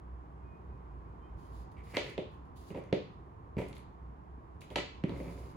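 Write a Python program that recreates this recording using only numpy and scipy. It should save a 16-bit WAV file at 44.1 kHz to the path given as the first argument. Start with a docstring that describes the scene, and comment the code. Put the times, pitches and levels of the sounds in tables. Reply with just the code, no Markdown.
"""Steady air noise and a low rumbling hum near 60 Hz, a sine unsteady like narrow-band noise, lie under it all.
Very faint thin flickering tones sound in the first two seconds. From 1.4 s hands move jumper wires, a small
loudspeaker and a circuit module about a bench, close under a phone: skin and sleeves rustle as filtered grit,
taps ring decaying modes, a crack in hard parts and a thud in the bench; drags scrape the same bodies with clicks.
A hard room of fading noise bands rings after each; a last long scrape and rustle fade towards the end at 5.56 s."""
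import sys
import numpy as np
from scipy import signal
from scipy.fft import rfft, irfft, next_fast_len
from scipy.io import wavfile
from scipy.ndimage import uniform_filter1d

SR = 44100
rng = np.random.default_rng(int(sys.argv[2]) if len(sys.argv) > 2 else 0)


def convert_level_to_amplitude(level_db):
    """Map a level in decibels to its linear amplitude factor."""
    exponent = np.asarray(level_db, float) / 20
    return 10 ** exponent


def master(y):
    """Save y as 16-bit WAV."""
    cut = np.clip(np.atleast_2d(y).T, -1, 1)
    pcm = np.round(cut * 32767)  # scale
    wavfile.write(sys.argv[1], SR, pcm.astype(np.int16))


N = 245195
T = np.arange(N) / SR
RING_SAMPLES = 8192  # room for one blow to ring out

# resonances of the hard parts: pitch_hz, relative level_db, t60_s
HARD_PARTS = [(1326, -1, 0.026), (1550, -27, 0.0081), (1883, 5.5, 0.0062), (2100, -1.5, 0.037),
              (2290, 7.5, 0.007), (2540, -7.5, 0.029), (2750, 1.5, 0.013), (2950, -4.5, 0.018),
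              (3296, 2, 0.013), (3754, -10.5, 0.01), (3710, 1, 0.0097), (4340, 1, 0.0085), (4546, 0, 0.013),
              (5640, 7.5, 0.0014), (6880, -1, 0.0082), (7800, -2, 0.0055), (8300, -10, 0.0062),
              (9500, -9, 0.0084), (10400, -2.5, 0.0065), (11900, -10, 0.0082), (14400, -29, .004)]
# resonances of the bench top: pitch_hz, relative level_db, t60_s
BENCH_TOP = [(107, -5, 0.085), (145.7, 2, .1), (194.3, 3.5, 0.07), (310.4, 3.5, 0.039), (372.5, 0, 0.06),
             (429.7, 4, 0.037), (505.6, -3, 0.097), (590, -6, 0.12), (751, -4, 0.051), (936, 4, 0.025)]


def at(table, hz):
    """Read a (Hz, value) table on a log-frequency axis."""
    f, v = np.transpose(table)
    return np.interp(np.log(np.maximum(hz, 1)), np.log(f), v)


def colour(x, gain):
    """Multiply the spectrum by gain(Hz)."""
    size = next_fast_len(x.shape[-1], real=True)
    spectrum = rfft(x, size) * gain(np.fft.rfftfreq(size, 1 / SR))
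    return irfft(spectrum, size)[..., :x.shape[-1]]


def unit(x):
    """Scale to rms 1."""
    return x / np.sqrt(np.mean(x ** 2))


def pan(x, db):
    """Share a sound between the ports; db is the first port's level over the second's."""
    return x * convert_level_to_amplitude(np.array([[db], [-db]]) / 2)


def walk(per_s):
    """Random levels held for 1 / per_s seconds and slewed twice, scaled to rms 1."""
    hold = int(SR / per_s)
    steps = np.repeat(rng.standard_normal(N // hold + 1), hold)
    return unit(uniform_filter1d(uniform_filter1d(steps, hold), hold)[:N])


def ring(modes, centre_hz, octaves, detune, phase):
    """Decaying modes, strongest near the centre that the blow favours."""
    hz, db, t60 = np.transpose(modes)[:, :, None]
    t = T[:min(RING_SAMPLES, int(1.5 * t60.max() * SR))]
    distance = np.log2(hz / centre_hz) / octaves
    weight = convert_level_to_amplitude(db - np.minimum(6 * distance ** 2, 20))
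    decay = np.exp(-np.log(1000) * t / np.maximum(t60, 1e-3))
    sound = np.sum(weight * decay * np.sin(2 * np.pi * hz * detune * t + phase), axis=0)
    return np.pad(sound, (0, RING_SAMPLES - len(t)))


def taps():
    """Every blow rings parts and bench; the crack rises in a fraction of a ms, the bench takes a few ms to swing.
    Returns the sound at the two ports and the blander one that all directions together send into the room."""
    # things set down or bumped on the bench, levels before panning:
    # start_s, crack_peak_db, crack_centre_hz, thud_rms_db (first 14 ms), thud_centre_hz
    knocks = [(1.969, -18, 2780, -30.5, 533), (2.179, -33, 2750, -33, 358),
              (2.7039, -47.5, 2475, -42.5, 250), (2.747, -46, 2500, -42.5, 458),
              (2.759, -48, 2660, -43.5, 505), (2.774, -50.5, 2620, -40, 400),
              (2.927, -26, 2570, -24.5, 320), (3.5683, -43.5, 2100, -31.5, 199.8),
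              (3.588, -53, 2190, -48.5, 549), (3.594, -43, 2190, -43.5, 441), (3.617, -38, 2160, -40, 460),
              (4.703, -46.5, 3200, -62, 603.5), (4.709, -57, 2500, -49.5, 603),
              (4.758, -21, 2550, -33.5, 670), (4.784, -26, 2100, -39.5, 380),
              (5.038, -34, 2283, -26.5, 233), (5.201, -45, 2100, -41, 360)]
    # wire ends and plugs clicking on hard parts, before panning: start_s, peak_db, centre_hz, spread_octaves
    ticks = [(1.72, -71, 9044, 0.99), (1.769, -57.5, 2250, 0.5), (2.097, -56, 1940, 0.86),
             (2.839, -60, 7070, 0.79), (3.686, -50, 10200, 0.33), (3.729, -44, 3160, 1.6),
             (3.767, -44.5, 2360, 1.3), (3.781, -51, 10600, 0.32), (4.608, -55, 9020, 0.59),
             (4.617, -42, 2487, 0.53), (4.761, -24, 2950, 1.357), (5.094, -43.5, 3680, 0.45)]
    blows = []
    for start, db, hz, thud_db, thud_hz in knocks:
        # a harder knock wakes a wider range of modes
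        blows.append((start, db, hz, 0.3 + 0.022 * (db + 48), thud_db, thud_hz))
    for start, db, hz, octaves in ticks:
        # a tick passes only a little to the bench
        blows.append((start, db, hz, octaves, db - 21, 400))

    out = np.zeros((3, N + RING_SAMPLES))
    cut = len(HARD_PARTS)
    chance = rng.standard_normal((len(blows), 3, cut + len(BENCH_TOP), 1))
    snap = (1 - np.exp(-T[:RING_SAMPLES] / 0.000088)) ** 2
    swell = (1 - np.exp(-T[:RING_SAMPLES] / 0.0013)) ** 2
    # neighbouring modes in opposite phase leave no holes between them
    alternate = np.pi * np.arange(cut)[:, None]
    for (start, crack_db, crack_hz, spread, thud_db, thud_hz), (tune, turn, skew) in zip(blows, chance):
        crack_tune, crack_phase = 1 + 0.02 * tune[:cut], alternate + 0.3 * turn[:cut]
        thud_tune, thud_phase = 1 + 0.015 * tune[cut:], 0.6 * turn[cut:]
        # each mode radiates its own way, so the ports get it with different phases
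        crack = snap * np.array([
            ring(HARD_PARTS, crack_hz, max(spread, 0.2), crack_tune, crack_phase + side * 0.5 * skew[:cut])
            for side in (1, -1, 0)])
        thud = swell * np.array([
            ring(BENCH_TOP, thud_hz, 0.9, thud_tune, thud_phase + side * 0.2 * skew[cut:])
            for side in (1, -1, 0)])
        # over all directions the peaks and holes average out to a smooth pulse of the same energy
        power = uniform_filter1d(np.mean(np.abs(rfft(crack)) ** 2, axis=0), size=120)
        crack[2] = np.roll(irfft(np.sqrt(power)), 64)
        crack = convert_level_to_amplitude(crack_db) * crack / np.abs(crack[:2]).max()
        thud = convert_level_to_amplitude(thud_db) * thud / np.sqrt(np.mean(thud[:, :600] ** 2))
        i = int(start * SR)
        out[:, i:i + RING_SAMPLES] += crack + thud
    return pan(out[:2, :N], -1.6), out[2, :N]


def grit(rate, spread_db):
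    """Stick-slip: tiny uneven clicks at random moments, rate per second on average."""
    clicks = (rng.random(N) < rate / SR) * rng.standard_normal(N)
    return clicks * convert_level_to_amplitude(spread_db * rng.exponential(size=N))


def strokes(table):
    """Each stroke rises, drifts steadily in level, lets go; the hand's pressure is never even."""
    attack_share, release_s, uneven_db = 0.11, 0.015, 2.5  # attack as a share of the stroke
    gain = np.zeros((len(table[0]) - 3, N))
    for start, length, change_db, *levels_db in table:
        span = slice(int(start * SR), int((start + length + release_s) * SR))
        along = (T[span] - start) / length
        release = 1 + (1 - along) * length / release_s
        edge = np.clip(np.minimum(along / attack_share, release), 0, 1)
        gain[:, span] += edge * convert_level_to_amplitude(change_db * along + np.array(levels_db)[:, None])
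    return gain * convert_level_to_amplitude(uneven_db * walk(40))


def slides():
    """Dragging drives the parts and the bench with grit; skin and sleeves add a fine rustle."""
    # parts dragged over the bench, levels at the start of the stroke, before unevenness and panning:
    # start_s, length_s, change_db (over the stroke), scrape_db, rumble_db
    drags = [(1.762, 0.085, -11, -65.5, -74), (1.85, 0.083, 7, -69.5, -65.5), (1.935, 0.03, 3, -45.5, -47),
             (2.03, .1, 4.5, -60.5, -53.5), (2.70, 0.026, -8, -61, -41), (2.74, 0.043, -3, -59.5, -42.5),
             (2.80, 0.12, -2.5, -73, -55.5), (3.575, 0.093, -16, -50.5, -34), (3.70, 0.064, -4, -81, -56),
             (4.70, 0.069, 4, -64.5, -57), (5.075, 0.12, -8, -61.5, -41), (5.19, 0.37, -12.5, -64.5, -44.5)]
    # skin and wire sleeves brushing, level at the start of the stroke, rms from 7 to 13 kHz, before unevenness:
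    # start_s, length_s, change_db (over the stroke), rustle_db
    brushes = [(1.36, .27, 9.5, -87), (1.715, .015, -10.5, -74), (1.83, 0.095, 3.5, -76),
               (1.94, 0.032, 11, -70), (2.03, 0.054, -23, -70), (2.095, 0.015, -13.5, -64),
               (2.31, 0.033, 3, -92), (2.45, 0.016, -4, -86), (2.555, 0.16, -5, -75), (2.76, .025, 12, -86),
               (3.575, 0.098, -14, -68.5), (3.68, 0.02, -10.5, -72.5), (3.75, .035, -18, -67.5),
               (4.607, 0.015, -5, -64), (4.63, .06, -1, -80.5), (4.70, 0.038, -12, -67.5),
               (5.08, 0.1, -2, -83), (5.16, 0.36, -5.5, -73.5)]
    # tone of the rustle: pitch_hz, relative gain_db
    rustle_tone = [(1470, -35), (2500, -3.5), (4950, -1.5), (5740, -9.5), (6550, -4), (8600, -12),
                   (11100, -3.5), (13400, -22), (14500, -11.5), (16000, -10)]
    scrape_gain, rumble_gain = strokes(drags)
    rustle_gain = strokes(brushes)[0]
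    # a light drag mostly wakes the loudspeaker frame near 2.3 kHz, ringing longer than after a tap
    longer = [(hz, db, 1.5 * t60) for hz, db, t60 in HARD_PARTS]
    frame = ring(longer, 2250, 0.2, 1, 0)
    top = ring(BENCH_TOP, 276, 1.22, 0.92, 0)
    frame = frame / np.sqrt(np.sum(frame ** 2))
    top = top / np.sqrt(np.sum(top ** 2))
    scrape = signal.fftconvolve(scrape_gain * unit(grit(2000, 1.8)), frame)[:N]
    rumble = signal.fftconvolve(rumble_gain * unit(grit(1200, 1.8)), top)[:N]
    fine_grit = np.array([grit(15000, 1.2), grit(15000, 1.2)])
    rustle = colour(fine_grit, lambda hz: convert_level_to_amplitude(at(rustle_tone, hz)))
    bright = colour(rustle, lambda hz: (hz > 7000) & (hz < 13000))
    return pan(scrape + rumble, -2.5) + rustle_gain * rustle / bright.std()


def room(source):
    """Diffuse tail: octave bands of noise, each fading at its own rate, partly different at each port."""
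    # how long the room rings: pitch_hz, t60_s
    room_t60 = [(100, 1), (500, 0.15), (2000, 0.43), (5000, 0.52), (10000, 0.16)]
    # how loud the room rings: pitch_hz, level_db (reverberant over direct)
    room_level = [(100, -10), (500, -1.5), (2000, -0.5), (5000, 2), (10000, 0.5)]
    t = T[:SR // 2]
    common, left, right = rng.standard_normal((3, len(t)))
    # long waves reach both ports alike
    alike = colour(common, lambda f: 1 / np.hypot(1, f / 300))
    noise = alike + colour(np.array([left, right]), lambda f: f / np.hypot(300, f))
    tail = 0
    for hz in 90 * 2. ** np.arange(8):
        def octave_band(f):
            octaves_off = np.log2(np.maximum(f, 1) / hz)
            return np.cos(np.pi / 2 * np.clip(octaves_off, -1, 1)) ** 2

        fade = np.exp(-np.log(1000) * t / at(room_t60, hz)) * (1 - np.exp(-t / 0.005))
        fade = fade / np.sqrt(np.sum(fade ** 2))
        tail = tail + colour(noise, octave_band) * convert_level_to_amplitude(at(room_level, hz)) * fade
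    return signal.fftconvolve(source[None], tail, axes=1)[:, :N]


def air():
    """Coloured noise in the air: the part that both ports share, and the part that is each port's own."""
    # tone of the air noise: pitch_hz, relative gain_db
    air_tone = [(15, -67), (25, -38), (29, 1.5), (40, -12.5), (64, -6.5), (92, -12), (170, -16), (223, -22),
                (326, -20), (439, -23), (531, -30), (1070, -22.5), (1330, -33.5), (4030, -60.5),
                (16000, -75)]
    # how alike the air noise is at the two ports: pitch_hz, likeness (0-1)
    air_alike = [(60, 0.9), (150, 0.96), (400, 0.44), (1000, 0.58), (3000, 0), (15000, 0.5)]
    # slow drift of the air noise, before panning: time_s, level_db (rms)
    air_level = [(0, -50), (1.3, -48.5), (2.4, -49.5), (4.3, -50.5), (5.56, -48.5)]
    noise = unit(colour(rng.standard_normal((3, N)), lambda hz: convert_level_to_amplitude(at(air_tone, hz))))
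    shared, left, right = noise * convert_level_to_amplitude(np.interp(T, *np.transpose(air_level)))

    def likeness(hz):
        return np.clip(at(air_alike, hz), 0, 1)

    shared = colour(shared, lambda hz: np.sqrt(likeness(hz)))
    own = colour(np.array([left, right]), lambda hz: np.sqrt(1 - likeness(hz)))
    return shared, own


def hum():
    """Low rumbling hum near 60 Hz: a sine made as unsteady as narrow-band noise, swelling and sinking at random."""
    # irregular swells, before added flicker and panning: time_s, pitch_hz, level_db (rms)
    swells = [(0.0, 59.5, -54.5), (0.14, 60.4, -43.5), (0.22, 59.7, -58), (0.42, 60.9, -48),
              (0.62, 61.7, -68), (0.68, 62.8, -48), (0.79, 57.2, -50.5), (1.07, 59, -48),
              (1.28, 56.03, -54), (1.36, 57.7, -37), (1.42, 56.9, -53), (1.63, 58.4, -45),
              (1.72, 59.3, -71), (1.79, 59.5, -46.5), (2.26, 59.5, -55.5), (2.35, 64.5, -48),
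              (2.69, 61.0, -63), (3.03, 61.8, -60), (3.16, 64.4, -65), (3.2, 63.37, -56),
              (4.1, 60.0, -48.5), (4.24, 67.7, -66), (4.32, 64.8, -49.5), (4.44, 60.88, -59),
              (4.78, 61.0, -50), (5.56, 62.1, -48.5)]
    throb_db, throb_per_s, waver_hz = 2.5, 11, 1
    s, hz, db = np.transpose(swells)
    level = np.sqrt(2) * convert_level_to_amplitude(np.interp(T, s, db) + throb_db * walk(throb_per_s))
    pitch = np.interp(T, s, hz) + waver_hz * walk(5)
    return level * np.sin(2 * np.pi * np.cumsum(pitch) / SR)


def background():
    """Air noise and hum fill the room; the shared part reaches the right port a little later and stronger."""
    pan_db, lag_s = -2.2, 0.00043
    shared, own = air()
    shared = shared + hum()
    late = np.interp(T - lag_s, T, shared)
    return pan(own + np.array([shared, late]), pan_db)


def flickering_tones():
    """Very faint thin flickering tones: sines with randomly wandering level and pitch."""
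    # the tones before their flicker: start_s, length_s, pitch_hz, typical_db (level around which the flicker
    # swings)
    thin_tones = [(.42, 0.94, 2470, -88.5), (1.2, 0.384, 3090, -94)]
    out = 0
    for start, length, hz, db in thin_tones:
        fade = np.clip(np.minimum(T - start, start + length - T) / 0.044, 0, 1)
        level = fade * convert_level_to_amplitude(db + 7.3 * walk(14.76))
        pitch = hz * (1 + 0.003 * walk(10))
        out = out + level * np.sin(2 * np.pi * np.cumsum(pitch) / SR)
    return out


def scene():
    """Bench sounds, their room tail, the background and the faint tones."""
    blows, spread = taps()
    drags = slides()
    tail = room(spread + drags.mean(axis=0))
    return blows + drags + tail + background() + flickering_tones()


def band_limit(x):
    """A steep low-pass at the top of the band."""
    return signal.sosfilt(signal.butter(12, 16370, fs=SR, output="sos"), x)


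def record(dry):
    """The microphone drops the deepest bass, below about 55 Hz."""
    bass_cut = signal.butter(3, 55, "high", fs=SR, output="sos")
    mix = signal.sosfilt(bass_cut, dry)
    return band_limit(mix)


dry = scene()
out = record(dry)
master(out)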